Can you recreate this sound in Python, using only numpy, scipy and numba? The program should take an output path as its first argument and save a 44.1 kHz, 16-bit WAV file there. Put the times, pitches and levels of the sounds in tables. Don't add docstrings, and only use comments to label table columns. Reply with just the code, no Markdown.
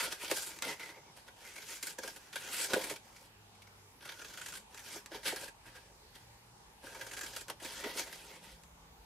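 import sys
import numpy as np
from scipy import signal
from scipy.io import wavfile
from numba import njit

SR = 44100
rng = np.random.default_rng(int(sys.argv[2]) if len(sys.argv) > 2 else 0)


def master(y):
    cut = np.clip(np.atleast_2d(y).T, -1, 1)
    pcm = np.round(cut * 32767)
    wavfile.write(sys.argv[1], SR, pcm.astype(np.int16))


N = 399105

CREST_DB = 13.5
BEND_PER_S, BEND_DB = 14, 2.2


def from_db(db):
    return 10 ** (np.asarray(db) / 20)


def rms_one(x):
    return x / np.sqrt(np.mean(x ** 2) + 1e-20)


def band(x, order, low_hz, high_hz):
    return signal.sosfilt(signal.butter(order, [low_hz, high_hz], "band", fs=SR, output="sos"), x)


def in_time(rows):
    s, *columns = np.transpose(rows)
    return [np.interp(np.arange(N) / SR, s, c) for c in columns]


def at_hz(points, hz):
    table_hz, values = np.transpose(points)
    return np.interp(np.log(hz), np.log(table_hz), values)


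def drift(rate):
    step = 20
    r = np.exp(-2 * np.pi * rate * step / SR)
    noise = rng.standard_normal(N // step + 4002)
    slow = signal.lfilter([1], [1, -2 * r, r * r], noise)[4000:]
    return np.interp(np.arange(N) / step, np.arange(len(slow)), rms_one(slow))


def resonate(x, modes, bend_db):
    out = 0
    for k, (hz, width_hz, level_db) in enumerate(modes):
        r = np.exp(-np.pi * width_hz / SR)
        feedback = [1, -2 * r * np.cos(2 * np.pi * hz / SR), r * r]
        ringing = signal.lfilter(np.array([1, 0, -1]) * (1 - r * r) / 2, feedback, x)
        gain = from_db(level_db + bend_db * drift(BEND_PER_S))
        out = out + (-1) ** k * gain * ringing
    return out


@njit
def glide(x, cosine, r):
    y = np.zeros_like(x)
    for c in range(x.shape[0]):
        for i in range(2, x.shape[1]):
            push = (1 - r * r) / 2 * (x[c, i] - x[c, i - 2])
            y[c, i] = push + 2 * r * cosine[i] * y[c, i - 1] - r * r * y[c, i - 2]
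    return y


def moving_peak(x, hz, width_hz, level_db):
    return from_db(level_db) * glide(x, np.cos(2 * np.pi * hz / SR), np.exp(-np.pi * width_hz / SR))


def swells(s, peak_db, t60, rise):
    out = np.zeros(N)
    for start, gain, length in zip(s, from_db(peak_db - CREST_DB), t60):
        i = round(start * SR)
        t = np.arange(min(int(length * SR), N - i)) / SR / length
        shape = (1 - np.exp(-t / rise)) * from_db(-60 * t)
        out[i:i + len(t)] += gain * shape / shape.max()
    return out


AIR_DB = -60
# f/Hz, level per Hz/dB
AIR_COLOUR = [(47, -29), (80, -12), (139, -10), (178, -9.5), (277, -17), (431, -14), (700, -17),
              (880, -8.5), (1150, -17.5), (1400, -19), (2040, -20.5), (2600, -19.5), (4830, -22),
              (11000, -26), (16000, -27.5)]
# f/Hz, likeness (1 same, 0 unrelated, below 0 opposed)
AIR_LIKENESS = [(60, 1), (240, 0.81), (950, 0.22), (3770, -0.41), (15000, 0.029)]


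def air():
    out, edges = 0, 75 * 2 ** np.arange(0, 7.9, 1 / 3)
    white = rng.standard_normal((2, 2, N))
    for k, (low, high) in enumerate(zip(edges, edges[1:])):
        mid, side = band(white[k % 2], 2, low, high)
        hz = np.sqrt(low * high)
        alike = np.clip(at_hz(AIR_LIKENESS, hz), -1, 1)
        stereo = np.sqrt(1 + alike) * mid + np.sqrt(1 - alike) * side * [[1], [-1]]
        out = out + from_db(at_hz(AIR_COLOUR, hz) + 2.06 * drift(2.6)) * stereo
    return from_db(AIR_DB) * rms_one(out)


# t/s, level/dB (rms)
RUMBLE = [(0.0, -67), (0.85, -76.5), (9.05, -65)]


def rumble():
    mid, side = band(rng.standard_normal((2, N)), 3, 38, 70)
    return from_db(in_time(RUMBLE)[0]) * rms_one(mid + from_db(-27.0) * side * [[1], [-1]])


CLIMB_DB_PER_S, FADE_DB_PER_S = 613, 342
SCRAPE_AT_PIVOT_HZ, SCRAPE_AT_TIPS_HZ = 5700, 7530
HISS_AT_PIVOT_DB, HISS_AT_TIPS_DB = -7.5, 2.5
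CHATTER_PER_S, CHATTER_DB = 24, 0.28
# start t/s, length t/s, drive level/dB, growth level/dB,
# free flap f/Hz, hollow box drive level/dB, scrape f/Hz, blade hiss setting level/dB
RUBS = [(0, 0.041, -32, 0, 1424, -9.5, 4700, -6), (0.127, 0.01, -37.5, -9, 1660, -7, 5940, -1),
        (0.212, 0.035, -43, 3.5, 2370, -9, 2880, -3.5), (0.309, 0.037, -44, -8, 2250, 4, 3750, -0.5),
        (0.363, 0.066, -45.5, -4, 1540, -5.5, 7400, 7), (0.474, 0.024, -52.5, -9, 2190, 0, 7250, 9),
        (0.494, 0.078, -54.5, -1, 2350, -3.5, 6750, -1), (0.64, 0.072, -39.5, 2, 2040, -4, 5500, -6.5),
        (0.805, 0.098, -44.5, -3, 2070, -8.5, 3760, -9.5), (0.942, 0.032, -61.5, 5.5, 2140, 4, 4500, -16),
        (1.066, 0.037, -62, -6, 2170, 5.5, 3100, -17), (1.169, 0.033, -59.5, -2.5, 1920, 2, 4700, -2.5),
        (1.273, 0.024, -61.5, -3, 1530, -1, 4830, -6), (1.367, 0.049, -63.5, 8, 1710, -4, 5060, -4),
        (1.696, 0.038, -50.5, -0.5, 2080, -4, 6600, 2), (1.84, 0.067, -54.5, 0, 2140, -3.5, 7200, 6.5),
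        (2.032, 0.14, -50.5, -9.5, 1530, -0.5, 5400, 0), (2.2, 0.075, -65.5, 3.5, 2010, -8, 5800, -1.5),
        (2.337, 0.15, -51, 7.5, 1550, -8, 6460, -5), (2.528, 0.12, -44, 3.5, 1630, -7, 8000, 3.5),
        (2.706, 0.044, -39.5, 0, 1440, -1, 3480, -5), (2.76, 0.16, -49.5, 2, 2310, 2.5, 3160, 1),
        (3.045, 0.22, -66, 1.5, 2280, 0, 5000, 0.5), (4.716, 0.019, -64, 6.5, 1645, -2, 5960, -3),
        (4.772, 0.071, -57.5, -2, 1710, -12, 6050, -1.5), (4.847, 0.12, -56.5, 11, 1670, -4, 5500, -0.5),
        (5.136, 0.024, -48.5, 4, 1720, -1.5, 4900, -7), (5.269, 0.012, -33, 1.5, 1650, -7.5, 4450, -3),
        (5.335, 0.11, -55, 10.5, 1620, -2.5, 4240, -2.5), (5.663, 0.029, -53, -2, 1570, -3.5, 4740, -8.5),
        (5.761, 0.02, -48, -7, 1690, -5, 4760, -9), (5.82, 0.084, -64.5, -2, 1640, 2, 4760, -10),
        (6.15, 0.091, -60, -10, 1940, -11, 4420, -2.5), (7.495, 0.037, -60.5, -11, 1480, 14, 5570, -1),
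        (7.628, 0.17, -47, -0.5, 1680, -6, 3460, -2.5), (7.794, 0.11, -49, 7.5, 2030, -3, 3415, -7),
        (7.958, 0.037, -46, 11, 2080, -6.5, 4350, -1.5), (8.038, 0.039, -61, 13, 2090, -3, 3430, -7),
        (8.121, 0.19, -54, -5, 2030, -2.5, 3420, 0.5), (8.298, 0.06, -62.5, 12, 2163, -3.5, 4500, -8),
        (8.439, 0.12, -53.5, -8.5, 1890, -4, 3600, -3.5)]
CUTS = [(1.455, 0.32, -49, -9.5, 2150, -11.5), (4.048, 0.53, -53.5, -4, 1510, -7.5),
        (6.842, 0.568, -50.5, -4.5, 1610, -2.5)]


def strokes():
    t = np.arange(0, N / SR, .001)
    closing = SCRAPE_AT_PIVOT_HZ, HISS_AT_PIVOT_DB, SCRAPE_AT_TIPS_HZ, HISS_AT_TIPS_DB, CHATTER_DB
    rows = [(*row, *closing) for row in CUTS] + [(*row, *row[-2:], 0) for row in RUBS]
    (s, length, level_db, growth_db, flap_hz, box_db,
     hz, hiss_db, last_hz, last_hiss_db, jerk_db) = np.transpose(rows)[:, :, None]
    along = np.clip((t - s) / length, 0, 1)
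    before, after = np.maximum(s - t, 0), np.maximum(t - s - length, 0)
    edge_db = CLIMB_DB_PER_S * before + FADE_DB_PER_S * after
    gain = from_db(level_db + growth_db * along - np.minimum(edge_db, 200))
    share = gain / gain.sum(axis=0)
    scrape_hz = hz + (last_hz - hz) * along
    blade_db = hiss_db + (last_hiss_db - hiss_db) * along
    columns = flap_hz, box_db, scrape_hz, blade_db, jerk_db
    mixed = [(share * c).sum(axis=0) for c in columns]
    return in_time(np.transpose([t, gain.sum(axis=0), *mixed]))


def grains(per_s, spread_db):
    sizes = from_db(spread_db * np.minimum(rng.exponential(1, (2, N)), 4)) * rng.choice([-1, 1], (2, N))
    return rms_one(sizes * (rng.random((2, N)) < per_s / SR))


# f/Hz, width f/Hz, relative level/dB
BOX = [(154, 126, -11.5), (263, 115, -4.5), (327.5, 57, -0.5), (414.4, 27.6, 0.5), (518, 47.4, 1),
       (656, 92, -5), (761, 44, -4.5), (924, 63, -0.5)]


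def ring_box(drive):
    return from_db(14.0) * resonate(drive, BOX, bend_db=1.5)


FLAP_WIDTH_HZ, FLAP_DB = 105, 14
FLAP_WANDER_HZ = 40
# f/Hz, width f/Hz, relative level/dB
PANEL = [(1400, 204, 2.5), (1603, 135, 4.8), (1914, 406, 1.2), (2337, 117, 5.7), (2462, 223, 2.5),
         (3364, 965, 0.39)]


def ring_panel(drive, flap_drive, flap_hz):
    wandering_hz = flap_hz + FLAP_WANDER_HZ * drift(BEND_PER_S)
    flap = moving_peak(flap_drive, wandering_hz, FLAP_WIDTH_HZ, FLAP_DB)
    return from_db(2.0) * (resonate(drive, PANEL, BEND_DB) + flap)


SCRAPE_WIDTH_HZ, SCRAPE_DB = 650, 4.5
# f/Hz, width f/Hz, relative level/dB
BLADES = [(3573, 100, 1.5), (4460, 1230, -0.5), (6380, 2930, 3), (8950, 4400, 2), (13300, 3600, -2)]


def ring_blades(drive, scrape_drive, scrape_hz):
    scrape = moving_peak(scrape_drive, scrape_hz, SCRAPE_WIDTH_HZ, SCRAPE_DB)
    return from_db(2.5) * (resonate(drive, BLADES, bend_db=1.2) + scrape)


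FLAP_DB_PER_HISS_DB = -.7
PANEL_DB_PER_HISS_DB = .5


def card():
    stroke, flap_hz, box_db, scrape_hz, blade_db, jerk_db = strokes()
    slip = slips()
    stutter_db = 1.4 * drift(90)
    rub = stroke * from_db(stutter_db + jerk_db * drift(CHATTER_PER_S))
    fibres, other_fibres = grains(per_s=5000, spread_db=1.5), grains(per_s=5400, spread_db=1.0)
    fibres = fibres + from_db(4 * jerk_db - 13) * grains(per_s=260, spread_db=3)
    box_drive = (rub * from_db(box_db) + from_db(-7.5) * slip) * fibres + knocks(other_fibres)
    shear = from_db(PANEL_DB_PER_HISS_DB * blade_db + 2.0) * rub + slip
    flap = from_db(FLAP_DB_PER_HISS_DB * blade_db - 10.0) * rub + slip
    hiss = (rub + from_db(-4.0) * slip) * from_db(blade_db)
    scrape = from_db(4 * jerk_db - 4) * hiss
    panel = ring_panel(shear * fibres, flap * other_fibres, flap_hz)
    blades = ring_blades(hiss * fibres, scrape * other_fibres, scrape_hz)
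    return ring_box(box_drive) + panel + blades


ROOM_T60_S, ROOM_DB = 0.13, -10.5


def room(x):
    t = np.arange(int(.4 * SR)) / SR
    tail = rng.standard_normal((2, len(t))) * from_db(-60 * t / ROOM_T60_S) * (t > .004)
    tail = band(tail, 2, 800, 10000)
    tail = tail / np.sqrt(np.sum(tail ** 2, axis=1, keepdims=True))
    return from_db(ROOM_DB) * signal.fftconvolve(x[None], tail, axes=1)[:, :N]


FINGER_HZ = 810
THUD_DB = 5
# t/s, peak setting level/dB, time to fall 60 dB t/s
KNOCKS = [(0.072, -28.5, 0.037), (0.232, -25.5, 0.022), (0.3113, -18, 0.04), (0.653, -30, 0.17),
          (1.983, -26.5, 0.063), (2.039, -28.5, 0.052), (2.492, -35, 0.052), (2.7352, -1.5, 0.012),
          (2.758, -18.5, 0.12), (2.907, -22, 0.031), (4.951, -33.5, 0.093), (5.113, -33, 0.083),
          (5.145, -32, 0.071), (5.252, -30, 0.02), (5.322, -22.5, 0.057), (6.834, -31.5, 0.033),
          (7.613, -33, 0.11), (7.644, -28, 0.035), (7.838, -28, 0.068), (7.852, -23, 0.09),
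          (7.951, -29.5, 0.07)]


def knocks(fibres):
    return from_db(6.5) * band(swells(*np.transpose(KNOCKS), rise=0.0093) * fibres, 2, 240, FINGER_HZ)


def thuds():
    s, peak_db, _ = np.transpose(KNOCKS)
    clicks = np.zeros(N)
    clicks[np.round(s * SR).astype(int)] = -from_db(peak_db + THUD_DB)
    return band(clicks + 1e-18, 1, 110, 1800)


SLIP_T60_S = 0.039
# t/s, peak drive level/dB
SLIPS = [(0.278, -34), (0.299, -32), (0.3112, -22), (0.561, -48), (0.622, -24), (0.7946, -33.5),
         (0.899, -47), (1.165, -46), (1.279, -38), (1.5584, -33.5), (1.579, -34), (1.619, -37),
         (1.826, -26), (1.8684, -29), (1.9847, -27), (2.0328, -28.5), (2.0748, -28.5), (2.1596, -34),
         (2.3273, -31), (2.356, -20.5), (2.5416, -31.5), (2.598, -38), (2.643, -36), (2.698, -41),
         (2.7332, -14), (2.8123, -32), (2.838, -25.5), (2.896, -26.5), (2.909, -37), (2.958, -35.5),
         (3.1605, -43.5), (3.5494, -48), (3.618, -41), (3.669, -44), (4.006, -40), (4.0228, -38),
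         (4.053, -30), (4.075, -45), (4.0895, -30), (4.101, -51), (4.119, -38), (4.1916, -35),
         (4.2145, -31.5), (4.2444, -33), (4.3031, -42), (4.335, -39), (4.372, -33.5), (4.394, -41),
         (4.4124, -32.5), (4.459, -31.5), (4.482, -32.5), (4.521, -35), (4.536, -39), (4.553, -38),
         (4.568, -40), (4.7426, -40), (4.774, -38), (4.792, -37), (5.06, -39), (5.115, -37), (5.155, -38),
         (5.23, -37), (5.2535, -30), (5.36, -28.5), (5.478, -32.5), (6.153, -40), (6.866, -37.5),
         (6.9461, -36), (7.0093, -27), (7.064, -32.5), (7.1114, -31.5), (7.133, -32.5), (7.166, -28),
         (7.177, -33), (7.209, -25.5), (7.232, -27), (7.261, -32), (7.3305, -40), (7.35, -43),
         (7.3614, -26), (7.41, -40), (7.4825, -34), (7.4973, -23.5), (7.5991, -39), (7.6465, -30.5),
         (7.742, -48), (7.8381, -23.5), (8.125, -32.5)]


def slips():
    return swells(*np.transpose(SLIPS), np.full(len(SLIPS), SLIP_T60_S), rise=0.1)


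# t/s, click level before filtering/dB
SNAPS = [(0.3143, -7.5), (0.5884, -21.5), (0.6231, -8.5), (1.8272, -19), (1.8706, -33), (1.985, -26),
         (2.357, -28), (2.736, -17.5), (4.4155, -32), (4.488, -24), (4.537, -26), (4.554, -25),
         (4.746, -26), (5.0601, -22), (5.3294, -35), (5.3611, -19), (7.1168, -32), (7.177, -34),
         (7.192, -19), (7.21, -29), (7.246, -23), (7.4826, -23), (7.646, -27), (7.8381, -28), (8.298, -38),
         (8.636, -32)]


def snaps(scatter_s):
    s, peak_db = np.transpose(SNAPS)
    clicks = np.zeros(N)
    clicks[np.round(s * SR).astype(int)] = -from_db(peak_db)
    t = np.arange(int(.012 * SR)) / SR
    scatter = from_db(-16.5) * rng.standard_normal((2, len(t))) * np.exp(-t / scatter_s)
    scatter[0, 0] = 1
    wide = signal.fftconvolve(clicks[None], scatter, axes=1)[:, :N]
    return band(wide, 1, 700, 6500)


# t/s, f/Hz, level/dB (rms)
HUM = [(0, 107.5, -109), (2.8, 106.2, -77), (3.23, 105.3, -71), (3.8, 98, -69), (4.03, 99.6, -75),
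       (5.2, 100.3, -77), (5.5, 115, -71.5), (5.86, 119, -67), (6.01, 113, -82), (6.27, 114.3, -64),
       (6.67, 116.8, -77.5), (7.17, 110.3, -72.5), (7.8, 116.6, -71), (7.85, 109, -85), (7.9, 172.2, -92),
       (8.0, 174.3, -69), (8.55, 166, -69.5), (9.05, 174, -72)]


def hum():
    hz, level_db = in_time(HUM)
    tone = np.sin(2 * np.pi * np.cumsum(hz + 1.06 * drift(5.4)) / SR)
    return np.sqrt(2) * from_db(level_db + 2.9 * drift(5.0)) * tone


PORTS_HZ = 9200


def scene():
    mid, side = card() + snaps(scatter_s=0.0038)
    side = signal.sosfilt(signal.butter(1, PORTS_HZ, "high", fs=SR, output="sos"), side)
    mid = mid + thuds()
    return mid + side * [[1], [-1]] + room(mid) + air() + rumble() + hum()


DROOP_HZ, CUTOFF_HZ = 12600, 15650


def record(dry):
    drooped = signal.sosfilt(signal.butter(2, DROOP_HZ, fs=SR, output="sos"), dry)
    balanced = drooped * from_db([[-.2], [.2]])
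    return signal.sosfilt(signal.ellip(10, .5, 70, CUTOFF_HZ, fs=SR, output="sos"), balanced)


dry = scene()
out = record(dry)
master(out)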